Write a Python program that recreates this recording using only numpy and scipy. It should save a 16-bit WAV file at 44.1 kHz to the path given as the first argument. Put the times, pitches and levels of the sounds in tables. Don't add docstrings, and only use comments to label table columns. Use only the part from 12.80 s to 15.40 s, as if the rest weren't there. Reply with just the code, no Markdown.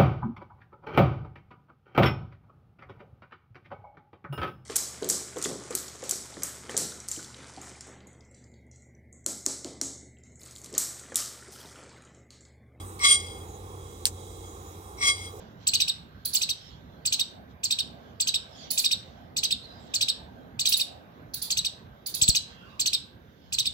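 import sys
import numpy as np
from scipy import signal
from scipy.fft import rfft, irfft
from scipy.io import wavfile
from scipy.ndimage import uniform_filter1d

SR = 44100
rng = np.random.default_rng(int(sys.argv[2]) if len(sys.argv) > 2 else 0)


def pcm_store(signal):
    levels = np.round(np.clip(np.atleast_2d(signal), -1, 1) * 32767)
    wavfile.write(sys.argv[1], SR, levels.astype(np.int16).T)


def volts_from_db(level):
    exponent = np.asarray(level, float) / 20
    return 10 ** exponent


N = 114660
T = np.arange(N) / SR
FREQS = np.fft.rfftfreq(N, 1 / SR)
PORT_LAG_MS = 0.3166


def noise():
    return rng.standard_normal(N)


def unit(x):
    return x / np.sqrt(np.mean(x ** 2))


def late(x, ms):
    return irfft(rfft(x) * np.exp(-2j * np.pi * FREQS * ms / 1000), N)


def ports(x, other, apart, ms):
    share = np.clip(apart, 0, 1)
    left = np.sqrt(1 - share) * x + np.sqrt(share) * other
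    return np.array([late(left, ms), x])


def mode(x, hz, t60):
    pole = np.exp(2j * np.pi * hz / SR - np.log(1000) / (t60 * SR))
    return signal.lfilter([1], [1, -pole], x)


def colour(x, table):
    hz, db = np.array(table).T
    return irfft(rfft(x) * volts_from_db(np.interp(np.log(FREQS + 1), np.log(hz), db)), N)


def band(x, hz, width):
    return irfft(rfft(x) / (1 + (2 * (FREQS - hz) / width) ** 2), N)


def walk(rate):
    hold = int(SR / rate)
    steps = np.repeat(rng.standard_normal(N // hold + 1), hold)
    smooth = uniform_filter1d(uniform_filter1d(steps, hold), hold)
    return unit(smooth[:N])


def bean_motion():
    # (time [s], level [dB], place [-1 middle to 1 rim])
    slide_1 = [
        (0.192, -47.5, -2.1),
        (0.227, -33, -3.2),
        (0.251, -15.5, -0.54),
        (0.283, -21.5, 0.35),
        (0.323, -20, 1.4),
        (0.351, -25.5, 0.85),
        (0.373, -38, .3),
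        (.45, -44, -0.032),
        (0.641, -63, 0.56),
    ]
    slide_2 = [
        (2.171, -61, -2),
        (2.205, -46, -3.4),
        (2.227, -27, -1.77),
        (2.263, -24, 0),
        (2.297, -20.5, -0.84),
        (2.324, -37.5, 0.6),
        (2.381, -44, -0.5),
        (2.462, -43, 0),
        (2.521, -69, 0.2),
    ]
    # (time [s], level [dB])
    creep = [
        (0, -42.5),
        (.05, -71),
        (.9, -63.5),
        (1.1, -58.5),
        (1.3, -67),
        (1.4, -58.5),
        (1.58, -60),
        (1.65, -55.5),
        (1.71, -64.5),
        (2.6, -64),
    ]
    rest_place, lead_s = 0.2, 0.0031
    ahead = T + lead_s
    rows = np.array(slide_1 + slide_2)
    moving = sum((ahead > s[0][0]) & (ahead < s[-1][0]) for s in (slide_1, slide_2))
    sliding = moving * volts_from_db(np.interp(ahead, rows[:, 0], rows[:, 1]))
    place = np.where(moving, np.interp(ahead, rows[:, 0], rows[:, 2]), rest_place)
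    creeping = volts_from_db(np.interp(T, *np.array(creep).T))
    tilted = T > slide_2[0][0]
    return sliding, place, creeping, tilted


def rung(drive, hz, t60):
    evenness, window = 0.6, int(0.03 * SR)
    ring = mode(drive * noise(), hz, t60)
    expected = uniform_filter1d(mode(drive ** 2, 0, t60 / 2).real, window) + 1e-16
    actual = uniform_filter1d(abs(ring) ** 2, window) + 1e-16
    return ring * (expected / actual) ** (evenness / 2) * np.sqrt(27 / (t60 * SR))


def pan_ring(hits, sliding, place, creeping, tilted):
    # (level [dB], t60 [s], gain as the beans move to the rim [dB], left lag [ms])
    pan_modes = [(-9.5, 0.15, -4.5, 0.3), (-1.8, 0.15, -3, 0.59), (1.5, 0.22, 2.5, 0.24),
                 (-8.5, 0.27, -2.5, 0.34), (-5, 0.36, 0.7, .385), (-11, 0.055, -4, 0.41),
                 (-21, 0.21, 8, 0.18), (-9, 0.051, 0.7, 0.351), (-15, 0.15, 7, 0.371), (-10, 0.047, 0, .25),
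                 (-17.5, 0.13, -5.9, 0.46), (-5, .1, 7, .323), (-5, .1, 7, .34), (-14, 0.059, 1, 0.44)]
    mode_hz = [1149, 2157, 3315, 4001, 4876, 5589, 5776, 6758, 7338, 8057, 8404, 8744, 8837, 9330]
    tilt_gain = [-2, 1.5, -1.5, -0.5, -0.5, 3.5, -1.5, .6, -1, -0.8, -1.5, -0.3, -2.5, 2]
    # (frequency [Hz], level [dB])
    ring_colour = [(1300, 0), (1650, -12), (2000, 0), (9600, 0), (10500, -18), (12000, -18), (13300, -3)]
    longest_t60, apart = 0.13, 0.12
    ring = 0
    for hz, (db, t60, rim_db, lag_ms), tilt_db in zip(mode_hz, pan_modes, tilt_gain):
        t60 = min(t60, longest_t60)
        creep_db = 0 if hz == mode_hz[2] else -5
        effort = sliding + creeping * volts_from_db(creep_db)
        blows = hits * effort * volts_from_db(db + rim_db * place + tilt_db * tilted)
        right = rung(blows, hz, t60)
        other = mode(blows * noise(), hz, t60) * np.sqrt(27 / (t60 * SR))
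        left = np.sqrt(1 - apart) * right + np.sqrt(apart) * other
        left = left * np.exp(-2j * np.pi * hz * lag_ms / 1000)
        lean_db = 1 if 1500 < hz < 5200 else -1
        ring = ring + np.array([left.imag * volts_from_db(lean_db), right.imag * volts_from_db(-lean_db)])
    return volts_from_db(-2.5) * np.array([colour(r, ring_colour) for r in ring])


def bean_rattle(hits, sliding, place):
    # (frequency [Hz], density [dB per Hz])
    rattle_colour = [(1100, -26.5), (1600, -7), (2100, -61), (2700, -24.5), (5600, 5), (9000, -23),
                     (10600, -15), (13500, -12.5)]
    rim_db, patchy_db = 1, 2.5
    clatter = []
    for _ in range(2):
        level = volts_from_db(rim_db * place + patchy_db * walk(150))
        clatter.append(colour(hits * sliding * level * noise(), rattle_colour))
    return volts_from_db(-7) * ports(*clatter, 0.4, PORT_LAG_MS)


def pan():
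    hits_per_s, spread_db = 9000, 1.8
    sliding, place, creeping, tilted = bean_motion()
    struck = rng.random(N) < hits_per_s / SR
    hits = unit(struck * volts_from_db(spread_db * rng.exponential(size=N)))
    return pan_ring(hits, sliding, place, creeping, tilted) + bean_rattle(hits, sliding, place)


def crack():
    # (frequency [Hz], level [dB], t60 [s])
    shell_modes = [(4500, -6, 0.0019), (8600, -10, 0.0055), (14500, -20, 0.0037), (12100, -16, .003)]
    # (delay [s], level [dB])
    echoes = [
        (.0022, -14),
        (.0143, -19),
    ]
    # (time [s], peak [dB])
    ticks = [
        (.194, -27),
        (.207, -34),
        (2.22, -32),
    ]
    # (frequency [Hz], density [dB per Hz])
    scatter = [(600, -15), (1500, -18.5), (3500, -10), (6000, -5), (8600, 1.5), (9800, -11), (10800, -11),
               (14000, -15)]
    crack_s, lag_ms, low_cut_hz = 1.2546, 0.22, 1800
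    scatter_db, hold_s, scatter_t60 = -25, 0.014, 0.08
    blow = np.zeros(N)
    for s, db in [(crack_s, 0)] + [(crack_s + delay, db) for delay, db in echoes] + ticks:
        blow[int(s * SR)] = volts_from_db(db)
    pop = 0
    for hz, db, t60 in shell_modes:
        ring = mode(mode(blow, hz, t60), hz, t60 / 4).imag
        pop = pop + volts_from_db(db + 5.5) * ring * 27 / (t60 * SR)
    pop = signal.sosfilt(signal.butter(2, low_cut_hz, "high", fs=SR, output="sos"), pop)
    age = T - crack_s
    tail = (age > 0.0008) * volts_from_db(scatter_db - 60 * np.clip(age - hold_s, 0, 1) / scatter_t60)
    bushes = np.array([tail * unit(colour(noise(), scatter)) for _ in range(2)])
    return ports(pop, 0, 0, lag_ms) + bushes


def noise_band(hz, width, apart):
    x, other = (unit(band(noise(), hz, width)) for _ in range(2))
    return ports(x, other, apart, PORT_LAG_MS)


def air():
    # (frequency [Hz], width [Hz], rms [dB], share unlike in both ports [0-1])
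    resonances = [(70, 66, -50.5, 0.029), (125, 86, -54, 0.07), (201, 56, -58.5, .15),
                  (353.6, 170, -50, 0.05), (448, 148, -50.5, 0.07), (798, 174, -52, .2),
                  (1118, 360, -52, .2), (1850, 2000, -61, .4), (3827, 450, -60.5, 0.86),
                  (5600, 1200, -65.5, 1), (7500, 2800, -54.5, .6), (10040, 900, -64.5, .6),
                  (13300, 4400, -59.5, .7), (15500, 500, -68.5, .7)]
    flicker_db, shade_hz, shade_db, left_db = 1.7, 1800, -6.5, -1.7
    left, right = sum(volts_from_db(db + flicker_db * walk(6)) * noise_band(hz, width, apart)
                      for hz, width, db, apart in resonances)
    bass = band(left, 0, shade_hz)
    return np.array([volts_from_db(left_db) * (bass + (left - bass) * volts_from_db(shade_db)), right])


def hum():
    # (frequency [Hz], rms [dB])
    tones = [(57, -55.5), (90, -47.5)]
    wander, flicker_db = 0.029, 2.5
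    total = 0
    for hz, db in tones:
        level = volts_from_db(db + flicker_db * walk(13.73))
        phase = 2 * np.pi * np.cumsum(hz * (1 + wander * walk(10))) / SR
        total = total + level * unit(np.sin(phase))
    return total


def insects():
    # (start [s], length [s], frequency [Hz], width [Hz], level [dB])
    chirrs = [
        (0, .17, 8420, 1170, -54),
        (0.686, 0.088, 6700, 605, -55.5),
        (1.63, 0.32, 6840, 700, -59),
        (2.03, .09, 8600, 900, -57),
        (2.506, 0.13, 7050, 1500, -60.5),
    ]
    fade_s = 0.034
    total = 0
    for start, length, hz, width, db in chirrs:
        to_edge = np.minimum(T - start, start + length - T)
        swell = np.clip(to_edge / fade_s + 0.5, 0, 1)
        total = total + volts_from_db(db + 2.5 * walk(41.5)) * swell * noise_band(hz, width, 1.0)
    return total


def scene():
    return pan() + crack() + air() + hum() + insects()


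def low_pass(x):
    return signal.sosfilt(signal.butter(12, 16860, fs=SR, output="sos"), x)


def record(dry):
    low_hz, top_hz = 41.5, 15900
    x = signal.sosfilt(signal.butter(3, low_hz, "high", fs=SR, output="sos"), dry)
    x = np.clip(x, -0.97, 0.97)
    x = signal.sosfilt(signal.ellip(8, 0.2, 70, top_hz, fs=SR, output="sos"), x)
    return low_pass(x)


dry = scene()
out = record(dry)
pcm_store(out)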